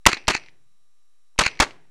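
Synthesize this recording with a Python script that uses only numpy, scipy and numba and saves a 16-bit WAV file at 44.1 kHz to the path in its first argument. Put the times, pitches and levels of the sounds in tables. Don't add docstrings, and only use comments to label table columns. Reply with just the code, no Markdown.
import sys
import numpy as np
from scipy import signal
from scipy.fft import rfft, irfft
from scipy.io import wavfile
from scipy.ndimage import uniform_filter1d
from numba import njit

SR = 44100
rng = np.random.default_rng(int(sys.argv[2]) if len(sys.argv) > 2 else 0)


def makeup_ratio(level_db):
    decades = np.asarray(level_db, float) / 20
    return 10 ** decades


def store_pcm(level_fs):
    pcm = np.round(np.clip(level_fs, -1, 1) * 32767).astype(np.int16)
    wavfile.write(sys.argv[1], SR, np.atleast_2d(pcm).T)


N = 83790
T = np.arange(N) / SR

# (time [s], blast level [dB], recoil level [dB], pressure push [linear], echo level [dB])
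SHOT_EVENTS = [
    (0.063, 6.5, -12.5, .5, -41.5),
    (.2795, 7.5, -11.5, 0.04, -42.5),
    (1.3883, 6, -12.5, 0.04, -40),
    (1.5998, 9, -11, 0.04, -44),
]
# (time [s], level [dB], burst length [s])
BOLT_SLAMS = [
    (.1297, -5, .002),
    (.3484, -6, .0018),
    (1.4632, -4, .0022),
]
# (frequency [Hz], width [Hz], level [dB])
STOCK_MODES = [(330, 300, -4), (870, 300, 0), (1500, 1000, -6)]


@njit
def svf(x, hz, width):
    y, b, l = np.empty(len(x)), 0., 0.
    for i in range(len(x)):
        g = np.tan(np.pi * hz[i] / SR)
        k = width[i] / hz[i]
        v = (b + g * (x[i] - l)) / (1 + g * (g + k))
        b = 2 * v - b
        l = l + 2 * g * v
        y[i] = k * v
    return y


def band(x, hz, width):
    one = np.ones(N)
    return svf(x, one * hz, one * width) * np.sqrt(SR / np.pi / width)


def shape(s, rise, hold, t60):
    release = np.clip(T - s - rise - hold, 0, 3)
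    return np.clip((T - s) / rise, 0, 1) * makeup_ratio(-60 * release / t60)


def body(x, modes):
    one, out = np.ones(N), 0
    for k, (hz, width, db) in enumerate(modes):
        ringing = svf(band(x, hz, width), one * hz, one * width)
        out = out + (-1) ** k * makeup_ratio(db) * ringing
    return out


def tap(s, db, t60=0.034):
    push = shape(s, .0002, .0003, .0025)
    return makeup_ratio(db) * (push + .25 * shape(s, .0005, .001, t60))


def contact_noise():
    return np.sign(rng.standard_normal(N))


def shots():
    noise, out = rng.standard_normal((4, N)), 0
    for s, blast_db, recoil_db, push, _ in SHOT_EVENTS:
        hz = 890 + 6230 * np.exp(-np.abs(T - s - .003) / .0045)
        blast = band(noise[0], hz, 0.64 * hz)
        blast = blast + band(noise[1], 900., 500.)
        blast = blast + makeup_ratio(-4.5) * band(noise[2], 2000., 700.)
        blast = blast + makeup_ratio(-8.5) * band(noise[3], 350., 300.)
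        blast = blast + push * shape(s + .0055, .001, .006, 0.0026)
        rise_s = .0018
        swell = shape(s, rise_s, 0.0095, 0.025)
        sag = shape(s, rise_s, 0.00033, 0.029)

        kick = band(noise[2], 1065, 1300.)
        kick = kick + makeup_ratio(-10.5) * band(noise[1], 300., 300.)
        kick = kick + makeup_ratio(-42) * band(noise[3], 4530, 4000.)
        thump = shape(s + 0.015, 0.009, 0.0049, 0.031)
        thump = thump + 0.067 * shape(s + 0.0063, 0.0014, 0.019, 0.25)
        out = out + makeup_ratio(blast_db) * swell * sag * blast + makeup_ratio(recoil_db) * thump * kick
    return out


def bolt():
    # (time [s], level [dB])
    rattle_taps = [(.1005, -22.5), (.1142, -23.5), (.117, -16), (.1242, -29), (.1285, -21), (.142, -25),
                   (.1458, -22), (.150, -60), (.319, -19), (.323, -41), (.3346, -23), (.3385, -24),
                   (0.3454, -20), (.354, -26.5), (.361, -25), (.365, -20), (.3695, -31.5), (0.3756, -30),
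                   (1.4275, -23.5), (1.4365, -13), (1.4465, -24.5), (1.452, -19), (1.461, -12),
                   (1.4725, -45), (1.4765, -20.5), (1.480, -26.5), (1.4865, -37), (1.639, -19.5),
                   (1.647, -30.5)]
    # (frequency [Hz], width [Hz], level [dB])
    receiver_modes = [(1450, 1100, -5), (2050, 900, 0), (2600, 700, -1), (4250, 800, -4), (6500, 2000, -9),
                      (10500, 6000, -19)]
    rattle = sum(tap(s, db) for s, db in rattle_taps)
    slam = sum(makeup_ratio(db - 2.5) * shape(s, 0.00051, burst, 0.007) for s, db, burst in BOLT_SLAMS)

    grains_per_s, chatter_db, stop_t60_s = 5000, -34.5, .07
    grains = rng.random(N) < grains_per_s / SR
    grit = grains * makeup_ratio(2.7 * rng.exponential(size=N)) * rng.standard_normal(N) * 2
    moving = sum(shape(shot[0] + 0.015, 0.025, home[0] - shot[0] - .03, stop_t60_s)
                 for shot, home in zip(SHOT_EVENTS, BOLT_SLAMS))
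    metal = (rattle + slam) * contact_noise() + grit * makeup_ratio(chatter_db) * moving
    return body(metal, receiver_modes) + body(makeup_ratio(-12) * slam * contact_noise(), STOCK_MODES)


def small_parts():
    # (time [s], level [dB], dullness [0-1])
    knock_taps = [(.027, -85, 0), (.1683, -23, .4), (.172, -21, 0.1), (0.1765, -33, 1), (.187, -54, .1),
                  (0.24, -48, .1), (.384, -41, .1), (.408, -48, 0.12), (.437, -40.5, 0.2),
                  (0.461, -38, 0.2), (0.4849, -40, 0), (0.493, -49.5, 0.3), (1.3598, -53.5, .85),
                  (1.513, -34.5, 0.08), (1.5525, -38, .1), (1.573, -41, 0), (1.667, -30, 0.93),
                  (1.675, -34.5, 0.4), (1.689, -52, 0.51), (1.708, -34.5, .15), (1.851, -62, 0.92)]
    # (frequency [Hz], width [Hz], level [dB])
    guard_modes = [(2150, 1100, 0), (4300, 1600, -8), (6500, 3000, -16)]
    hammer_lead_s, hammer_db = 0.0078, -24
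    bright = sum(tap(shot[0] - hammer_lead_s, hammer_db, 0.013) for shot in SHOT_EVENTS)
    dull = 0
    for s, db, dullness in knock_taps:
        share = np.clip(dullness, 0, 1)
        bright = bright + (1 - share) * tap(s, db, 0.042)
        dull = dull + share * tap(s, db, 0.028)
    return body(dull * contact_noise(), STOCK_MODES) + body(bright * contact_noise(), guard_modes)


def spring():
    # (frequency [Hz], width [Hz], level [dB])
    spring_modes = [(2050, 700, -3), (2550, 700, 0), (4700, 2000, -9), (5900, 450, -12), (7800, 3000, -19)]
    ring = sum(shape(home[0], .005, .005, 0.43) * shape(home[0], .005, .13, 0.23) for home in BOLT_SLAMS)
    steps = np.repeat(rng.standard_normal(N // 200 + 1), 200)[:N]
    flicker_db = 3 * uniform_filter1d(steps, size=200)
    return body(rng.standard_normal(N) * makeup_ratio(-41.5 + flicker_db) * ring, spring_modes)


def range_echo():
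    # (frequency [Hz], level [dB], decay by 60 dB [s])
    echo_bands = [(130, -16, 1), (350, -3, .5), (800, -1, .4), (1880, -8, 0.58), (4000, -9.5, .35),
                  (8000, -12, .3)]
    out = 0
    for hz, db, t60 in echo_bands:
        echo = band(band(rng.standard_normal(N), hz, .8 * hz), hz, 0.76 * hz)
        decay = sum(makeup_ratio(shot[4] + db) * shape(shot[0], .01, .02, t60) for shot in SHOT_EVENTS)
        out = out + echo / echo.std() * decay
    return out


def electronics():
    # (frequency [Hz], density [dB per Hz])
    hiss_curve = np.array([(30, -6), (100, -1), (160, -12), (900, -11), (4000, -12.5), (9500, -14),
                           (12000, -20), (15000, -27.5)])
    # (frequency [Hz], level [dB])
    whine_tones = [(1200, -86), (3892, -85.5), (5599, -85.5), (6202, -91.5), (7402, -88), (9598, -89)]
    hz = np.fft.rfftfreq(N, 1 / SR) + 1
    tilt = makeup_ratio(np.interp(np.log(hz), np.log(hiss_curve[:, 0]), hiss_curve[:, 1]))
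    hiss = irfft(rfft(rng.standard_normal(N)) * tilt * (hz > 22), N)
    tones = sum(makeup_ratio(db) * np.sqrt(2) * np.sin(2 * np.pi * (f * T + rng.random())) for f, db in whine_tones)
    return makeup_ratio(-76) * hiss / hiss.std() + tones


def scene():
    return (shots() + bolt() + small_parts() + spring() + range_echo())[None]


def butter(x, order, hz, kind="low"):
    return signal.sosfilt(signal.butter(order, hz, kind, fs=SR, output="sos"), x)


def low_pass(x):
    return signal.sosfilt(signal.butter(12, 16490, fs=SR, output="sos"), x)


def record(dry):
    # (time [s], gain [dB])
    gain_steps = np.array([
        (0, 12.5),
        (.0727, -1),
        (.27, -1),
        (.52, 1.5),
        (1.59, 1.5),
    ])
    ceiling = np.where(dry > 0, 0.14, 0.66)
    knee = np.where(dry > 0, 4., 1)
    x = dry / (1 + np.abs(dry / ceiling) ** knee) ** (1 / knee)
    x = butter(x, 1, 12, "high")
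    x = butter(x, 3, 7978)
    current = np.searchsorted(gain_steps[1:, 0], T)
    gain = uniform_filter1d(makeup_ratio(gain_steps[current, 1]), size=9)
    full_scale, offset = .68, -.0047
    x = np.clip(x * gain, -full_scale, full_scale) + electronics()
    return low_pass(butter(x, 8, 13500) + offset)


dry = scene()
out = record(dry)
store_pcm(out)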